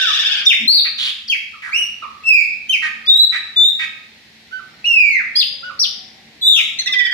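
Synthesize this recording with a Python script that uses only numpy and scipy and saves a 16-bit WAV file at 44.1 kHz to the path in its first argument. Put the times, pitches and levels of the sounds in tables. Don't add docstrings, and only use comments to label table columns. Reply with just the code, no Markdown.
import sys
import numpy as np
from scipy import signal
from scipy.io import wavfile
from scipy.ndimage import uniform_filter1d, minimum_filter1d

SR = 44100
rng = np.random.default_rng(int(sys.argv[2]) if len(sys.argv) > 2 else 0)


def magnitude_from_level(level_db):
    exponent = np.asarray(level_db, float) / 20
    return 10 ** exponent


def wav_out(sig):
    wavfile.write(sys.argv[1], SR, np.round(np.clip(np.atleast_2d(sig).T, -1, 1) * 32767).astype(np.int16))


N = 314433
LEAD_IN = SR // 5


def rms_one(x):
    return x / np.sqrt(np.mean(x ** 2) + 1e-20)


def at_hz(points, hz):
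    f_hz, value = np.array(points)[:, :2].T
    return np.interp(np.log(hz), np.log(f_hz), value)


def wobble(size, hz):
    knots = rng.standard_normal(200)
    return np.interp(np.arange(size) * hz / SR, np.arange(200), knots)


def silence():
    return np.zeros((4, LEAD_IN + N))


def add(track, start_s, sound, pan_db, facing_db=0):
    from_end = np.minimum(np.arange(len(sound)), np.arange(len(sound))[::-1])
    ramp = np.minimum(from_end / (0.0012 * SR), 1)
    start = LEAD_IN + round(start_s * SR)
    gains_db = np.array([[1], [-1], [1], [-1]]) * pan_db / 2 + np.array([[1], [1], [0], [0]]) * facing_db
    piece = (sound * ramp * magnitude_from_level(gains_db))[:, :track.shape[1] - start]
    track[:, start:start + piece.shape[1]] += piece


def whistles(notes, colours, manners):
    # f/Hz, gain/dB
    beak = [(2500, 8), (4200, -3), (5800, 2), (7800, -9), (9000, -3), (10600, -9), (12800, 2), (16000, -9)]
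    track = silence()
    for note, (*overtones_db, pan_db), (facing_db, hoarse) in zip(notes, colours, manners):
        s, hz, level_db = np.transpose(note)
        t = np.arange(s[0], s[-1], 1 / SR)
        roughness = hoarse * np.linspace(.1, 1, len(t)) ** 3 * wobble(len(t), hz=491.3)
        pitch = np.interp(t, s, hz) * (1 + roughness)
        turn = 2 * np.pi * np.cumsum(pitch) / SR
        level_db = np.interp(t, s, level_db)
        effort_db = 0.27 * (level_db - level_db.max()) + 8 * np.log2(pitch / pitch.max())
        tone = np.sin(turn) * (pitch < .45 * SR)
        for k, db in enumerate(overtones_db, 2):
            gain = magnitude_from_level(db + effort_db + at_hz(beak, k * pitch))
            tone = tone + gain * np.sin(k * turn) * (k * pitch < .45 * SR)
        add(track, s[0], np.sqrt(2) * magnitude_from_level(level_db) * tone, pan_db, facing_db)
    return track


def sing(notes):
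    orders_db = (-20, -26, -35, -39, -43, -44)
    # f/Hz, left-right/dB
    ports = [(1400, -6), (2000, -11), (2700, -3), (3800, 2), (5500, 3)]
    # f/Hz, gain/dB
    beam = [(1400, .5), (2000, 4), (2800, -6), (3900, 1.5), (4700, 3), (5700, 0.5)]
    bright_db, hoarse, curves = zip(*notes)
    tops_hz = [np.max(np.array(curve)[:, 1]) for curve in curves]
    colours = [(*(db + np.array(orders_db)), at_hz(ports, hz)) for db, hz in zip(bright_db, tops_hz)]
    manners = [(at_hz(beam, hz), rough) for hz, rough in zip(tops_hz, hoarse)]
    return whistles(curves, colours, manners)


def hooks(rows, bright_db, scoop_s, start, reached, held, fall_s, dip_db, loss_db, early):
    notes = []
    for s, hold_s, top_hz, end_hz, db in rows:
        start_hz = max(start * top_hz, min(4000, .88 * top_hz))
        curve = [(s, start_hz, db - 18),
                 (s + min(scoop_s, hold_s), reached * top_hz, db),
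                 (s + hold_s, held * top_hz, db + dip_db),
                 (s + hold_s + .35 * fall_s, top_hz + early * (end_hz - top_hz), db - 1.5),
                 (s + hold_s + fall_s, end_hz, db + loss_db)]
        notes.append((bright_db, .03, curve))
    return notes


def first_perch_whistles():
    # t/s, hold/s, top/Hz, end/Hz, level/dB
    mid_hooks = [
        (.461, .029, 3660, 1905, -9),
        (1.293, .017, 3240, 1970, -17),
        (2.688, .034, 3120, 2100, -15),
    ]
    high_hooks = [
        (5.353, .036, 5030, 2500, -16),
        (5.79, .022, 5800, 2700, -17),
    ]
    # (t/s, f/Hz, level/dB)
    climbing = [
        (-2, 0, [(.672, 3540, -35), (.68, 4100, 1.5), (.72, 4520, -12), (.755, 4680, -15), (.78, 4000, -15), (.8, 3600, -19)]),
        (5, .02, [(1.712, 1970, -32), (1.75, 2710, -19), (1.78, 2950, -21), (1.868, 2790, -27)]),
        (-2, 0, [(3.068, 3400, -34), (3.084, 3600, -19), (3.106, 3680, -12), (3.16, 3840, -15), (3.194, 3937, -5), (3.245, 3999, -16)]),
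        (2, .02, [(3.56, 3540, -36), (3.568, 3546, -21), (3.638, 3569, -18), (3.7, 3830, -20), (3.72, 3560, -55)]),
        (0, .01, [(6.42, 3440, -33), (6.43, 3465, -25), (6.5, 3672, -19)]),
    ]
    sinking = [
        (-6, .01, [(-.03, 1600, -34), (.046, 1500, -33), (.098, 1250, -32), (.12, 1054, -48)]),
        (1.5, .03, [(2.235, 2640, -39), (2.283, 2688, -13), (2.307, 2565, -12), (2.411, 2297, -19.5), (2.42, 2300, -27)]),
        (-2.5, .015, [(4.842, 2510, -27), (4.86, 2908, -18), (5.02, 2420, -14.5), (5.1, 2240, -21), (5.15, 2074, -15), (5.19, 1806, -28), (5.22, 1216, -42)]),
        (7, .2, [(6.412, 3990, -36), (6.44, 3930, -23), (6.47, 3850, -13), (6.538, 3599, -18), (6.574, 3014, -16), (6.62, 2200, -25)]),
        (-12, .04, [(6.86, 1900, -33), (6.882, 2052, -30), (6.968, 2000, -22), (7.07, 1903, -29), (7.13, 1900, -26)]),
    ]
    notes = hooks(mid_hooks, bright_db=1.5, scoop_s=.007, start=.95, reached=1.0, held=.975,
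                  fall_s=.042, dip_db=-9, loss_db=-8, early=.47)
    notes += hooks(high_hooks, bright_db=-.8, scoop_s=.009, start=.7, reached=.96, held=1.0,
                   fall_s=.043, dip_db=-4, loss_db=-7, early=.3)
    return sing([*notes, *climbing, *sinking])


def trill(syllables, shape, jitter, facing_db, low_db):
    # multiple of the pitch, level/dB
    syllable_lines = [(.5, -25.5), (1, -11), (1.5, 2), (2, 2), (2.5, -10.5), (3, -9), (3.5, -13), (4, -26),
                      (4.5, -43), (5, -30.5), (5.5, -41.5), (6, -40.5), (7, -38), (8, -40)]
    track = silence()
    s, ratio, swell_db, half_db = np.transpose(shape)
    t = np.arange(0, s[-1], 1 / SR)
    half = magnitude_from_level(np.interp(t, s, half_db))
    for start_s, hz, level_db in syllables:
        pitch = hz * np.interp(t, s, ratio) * (1 + jitter * wobble(len(t), hz=412))
        half_turn = np.pi * np.cumsum(pitch) / SR
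        call = 0
        for k, db in syllable_lines:
            order = round(2 * k)
            gain = magnitude_from_level(db + low_db * (k < 1.2)) * (half if order % 2 else 1)
            call = call + gain * np.sin(order * half_turn + k * k)
        swell = magnitude_from_level(level_db + 2.5 + np.interp(t, s, swell_db))
        add(track, start_s, swell * call, pan_db=0.5, facing_db=facing_db)
    return track


def run_of(count, bend, start_s, period_s, hz, sag_hz, level_db, fade_db):
    spent = (np.arange(count) / (count - 1)) ** bend
    return np.c_[start_s + period_s * np.arange(count), hz - sag_hz * spent, level_db + fade_db * spent ** 3]


def rattle():
    # t/s, pitch ratio, level/dB, half-pitch share/dB
    rattle_shape = [(0, 0.92, 1.5, -23), (.02, 1.034, -4, -0.5), (0.033, .99, -4.5, -10.5),
                    (.052, 0.77, -3.5, -7.5)]
    run = run_of(9, bend=4.0, start_s=-.11, period_s=.0597, hz=1860, sag_hz=240, level_db=-19, fade_db=-4)
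    return trill(run, rattle_shape, jitter=0.04, facing_db=-5, low_db=1.5)


def chip():
    # t/s, f/Hz, level/dB
    chip_call = [
        (6.787, 2040, -22),
    ]
    # t/s, pitch ratio, level/dB, half-pitch share/dB
    chip_shape = [(0, 1.0, -8, -40), (.012, 1.005, 2, -40), (.016, 1.07, -8, -30), (.04, .8, -18, -25)]
    return trill(chip_call, chip_shape, jitter=.004, facing_db=7, low_db=1.5)


def closing_trill():
    # t/s, pitch ratio, level/dB, half-pitch share/dB
    trill_shape = [(0, 1.01, -5, -35), (.011, .99, 0, -30), (.014, .93, -3, -6), (.028, .89, -7, -3)]
    run = run_of(5, bend=.7, start_s=6.859, period_s=.063, hz=1920, sag_hz=260, level_db=-22, fade_db=-5)
    return trill(run, trill_shape, jitter=.028, facing_db=3, low_db=-3)


def squeaks():
    # t/s, length/s, start/Hz, end/Hz, level/dB
    squeak_rows = [
        (.45, .016, 6300, 5070, -20),
        (1.276, .014, 5990, 4140, -27),
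        (2.705, .025, 3450, 3990, -41),
        (3.053, .015, 4300, 5080, -34),
        (4.843, .016, 4700, 3800, -40),
        (5.349, .022, 3150, 3430, -24),
    ]
    swell_db = np.array([-25, -5, 0])
    notes = []
    for s, length_s, start_hz, end_hz, db in squeak_rows:
        glide = np.linspace([s, start_hz], [s + length_s, end_hz], len(swell_db))
        notes.append((-3, .01, np.c_[glide, db + swell_db]))
    return notes


def reply_whistles():
    # t/s, hold/s, top/Hz, end/Hz, level/dB
    low_hooks = [
        (1.53, .012, 1370, 1000, -43),
        (2.02, .008, 1340, 900, -29),
        (4.51, .075, 1540, 1050, -38),
        (5.625, .066, 1490, 1000, -33),
        (6.56, .03, 1375, 1080, -45),
        (6.88, .012, 1250, 950, -50),
        (6.94, .012, 1200, 950, -50),
    ]
    notes = hooks(low_hooks, bright_db=1.5, scoop_s=.018, start=.82, reached=.98, held=.99,
                  fall_s=.03, dip_db=-5, loss_db=-21, early=.35)
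    return sing(notes + squeaks())


def buzz(pitch, throat_hz, width_hz, half_db, skirt_db, top_hz, jitter):
    half_turn = np.pi * np.cumsum(pitch * (1 + jitter * wobble(len(pitch), hz=711))) / SR
    k = np.arange(1, 110)[:, None]
    hz = k * pitch / 2
    throat = 1 / (1 + ((hz - throat_hz) / width_hz) ** 2) + magnitude_from_level(skirt_db) / (1 + (hz / top_hz) ** 4)
    throat = throat / (1 + (950 / hz) ** 8)
    alternation = np.where(k % 2, magnitude_from_level(half_db), 1)
    return rms_one(np.sum(throat * (hz < 16000) * alternation * np.cos(k * half_turn), axis=0))


def harsh(calls, width_hz, half_db, skirt_db, top_hz, jitter, pan_db):
    track = silence()
    for s, length_s, pulse_hz, start_hz, end_hz, level_db in calls:
        u = np.linspace(0, 1, round(length_s * SR))
        pitch = pulse_hz * (1 + 0.051 * (.5 - u))
        throat_hz = start_hz + u * (end_hz - start_hz)
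        call = buzz(pitch, throat_hz, width_hz, half_db, skirt_db, top_hz, jitter)
        add(track, s, magnitude_from_level(level_db) * np.sin(np.pi * u) ** 0.2 * call, pan_db)
    return track


def chucks():
    # t/s, length/s, pulse/Hz, throat start/Hz, throat end/Hz, level/dB
    chuck_calls = [
        (.845, 0.034, 632, 2410, 2380, -25.5),
        (2.82, 0.057, 624.7, 2050, 2020, -22),
        (3.32, .06, 638.6, 2040, 2040, -24.5),
        (3.79, 0.061, 633, 2250, 2230, -24.5),
    ]
    return harsh(chuck_calls, width_hz=410, half_db=-4.5, skirt_db=-26, top_hz=5500, jitter=0.051,
                 pan_db=-3.5)


def rasps():
    # t/s, length/s, pulse/Hz, throat start/Hz, throat end/Hz, level/dB
    rasp_calls = [
        (.978, .13, 262.2, 3700, 3040, -21.5),
        (1.618, 0.088, 327.5, 2360, 1270, -33),
    ]
    return harsh(rasp_calls, width_hz=340, half_db=-16.5, skirt_db=-30.5, top_hz=8350, jitter=.12,
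                 pan_db=-0.5)


def ticks():
    # t/s, f/Hz, peak level/dB
    claw_ticks = [
        (1.497, 6000, -39),
        (3.9, 1000, -45.5),
        (5.5, 3500, -41),
        (6.363, 270, -39),
        (6.378, 7000, -52),
        (1.862, 4000, -42),
    ]
    track, t = silence(), np.arange(round(.012 * SR)) / SR
    for s, hz, peak_db in claw_ticks:
        after_s = np.maximum(t - .004, 0)
        click = magnitude_from_level(peak_db - 22 * hz * after_s) * np.sin(2 * np.pi * hz * after_s)
        add(track, s - .004, click, pan_db=1)
    return track


def far_birds():
    # t/s, length/s, start/Hz, end/Hz, level/dB
    far_calls = [
        (5.5, .25, 545, 560, -60),
        (4.7, .05, 5200, 5600, -60),
        (4.74, .07, 4400, 4000, -60),
        (5.96, .25, 740, 790, -56),
    ]
    track = silence()
    for s, length_s, start_hz, end_hz, level_db in far_calls:
        pitch = np.linspace(start_hz, end_hz, round(length_s * SR))
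        add(track, s, magnitude_from_level(level_db) * np.sin(2 * np.pi * np.cumsum(pitch) / SR), pan_db=6)
    return track


def courtyard(track, wet_db, early_db, left_lag):
    # f/Hz, t60/s
    yard = [(1000, 0.65), (2600, 0.6), (6000, 0.52), (13000, 0.39)]
    t = np.arange(round(.9 * SR)) / SR
    shared, own = rng.standard_normal(len(t)), rng.standard_normal((2, len(t)))
    noise = .5 * shared + own
    edges_hz = 500 * 2 ** np.arange(0, 5.5, .5)
    tail = 0
    for low, high in zip(edges_hz, edges_hz[1:]):
        band = signal.sosfilt(signal.butter(2, [low, high], "band", fs=SR, output="sos"), noise)
        tail = tail + band * magnitude_from_level(-60 * t / at_hz(yard, np.sqrt(low * high)))
    tail = tail * np.clip(t / .012, 0, 1)
    response = magnitude_from_level(wet_db) * tail / np.sqrt(np.sum(tail ** 2) / 2)
    echoes = (rng.uniform(.0005, .012, 10) * SR).astype(int)
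    echo_gains = magnitude_from_level(early_db + rng.normal(0, 5.2, (2, 10)))
    response[:, echoes] += echo_gains * rng.choice([-1, 1], (2, 10))
    direct = np.array([np.roll(track[0], left_lag), track[1]])
    walls = signal.fftconvolve(track[2:], response, axes=1)[:, :track.shape[1]]
    return (direct + walls)[:, LEAD_IN:]


def town():
    # f/Hz, density/dB per Hz
    town_spectrum = [(18, -45), (30, -24), (66, -4), (120, -6), (182, -3.5), (219, -6), (467, -11.5),
                     (575, -12.5), (767, -10), (1330, -23), (1870, -1), (2690, -8), (3980, -5.5),
                     (8280, -26.5), (15500, -31.5)]
    # t/s, level/dB
    traffic = [(0.0, -56), (0.8, -52), (1.15, -66), (2.1, -57), (4.55, -57), (4.7, -54), (7.13, -54)]
    # f/Hz, left-right likeness
    likeness = [(60, 1), (240, 0.8), (950, 0.66), (3770, -0.13), (15000, 0.3)]
    edges_hz = 28 * 2 ** np.arange(0, 9.3, 1 / 3)
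    s, traffic_db = np.transpose(traffic)
    swell = magnitude_from_level(np.interp(np.arange(N) / SR, s, traffic_db) - np.mean(traffic_db))
    white = rng.standard_normal((2, 2, N))
    out = 0
    for k, (low, high) in enumerate(zip(edges_hz, edges_hz[1:])):
        band = signal.butter(2, [low, high], "band", fs=SR, output="sos")
        mid, side = signal.sosfilt(band, white[k % 2])
        centre_hz = np.sqrt(low * high)
        alike = np.clip(at_hz(likeness, centre_hz), 0, 1)
        gain = magnitude_from_level(at_hz(town_spectrum, centre_hz)) * (swell if 90 < low < 1100 else 1)
        out = out + gain * (np.sqrt(1 + alike) * mid + np.sqrt(1 - alike) * side * [[1], [-1]])
    return magnitude_from_level(-46.5) * rms_one(out)


def motor_drone():
    hz, width_hz, level_db = 223.5, 4.7, -61
    resonance = signal.iirpeak(hz, hz / width_hz, fs=SR)
    return magnitude_from_level(level_db) * rms_one(signal.lfilter(*resonance, rng.standard_normal(N)))


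def thud():
    # t/s, length/s, f/Hz, level/dB
    bumps = [
        (.594, 0.1, 226, -30.5),
    ]
    track = silence()
    for s, length_s, hz, level_db in bumps:
        t = np.arange(round(length_s * SR)) / SR
        shake = np.sin(np.pi * t / length_s) * magnitude_from_level(2.8 * wobble(len(t), hz=130))
        tone = np.sin(2 * np.pi * hz * t + 1.35 * wobble(len(t), hz=83.3))
        add(track, s, magnitude_from_level(level_db) * shake * tone, pan_db=3.0)
    return track[:2, LEAD_IN:]


def scene():
    lead = magnitude_from_level(3) * first_perch_whistles() + rattle() + chip() + closing_trill()
    reply = magnitude_from_level(4) * reply_whistles() + chucks() + rasps() + ticks() + far_birds()
    birds = courtyard(lead, wet_db=0, early_db=-11, left_lag=-4)
    birds += courtyard(reply, wet_db=0.12, early_db=-12, left_lag=-8)
    return birds + town() + motor_drone() + thud()


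def top_cut(x):
    return signal.sosfilt(signal.butter(12, 15770, fs=SR, output="sos"), x)


def record(dry):
    heard = signal.sosfilt(signal.butter(3, 45, "high", fs=SR, output="sos"), dry)
    peak = -minimum_filter1d(-np.abs(heard).max(axis=0), size=441)
    peak_db = 20 * np.log10(peak + 1e-6)
    cut_db = 0.16 * np.maximum(peak_db + 8.5, 0)
    cut_db = np.maximum(cut_db, peak_db + .6)
    mix = heard * magnitude_from_level(-uniform_filter1d(cut_db, size=441))
    return top_cut(mix)


dry = scene()
out = record(dry)
wav_out(out)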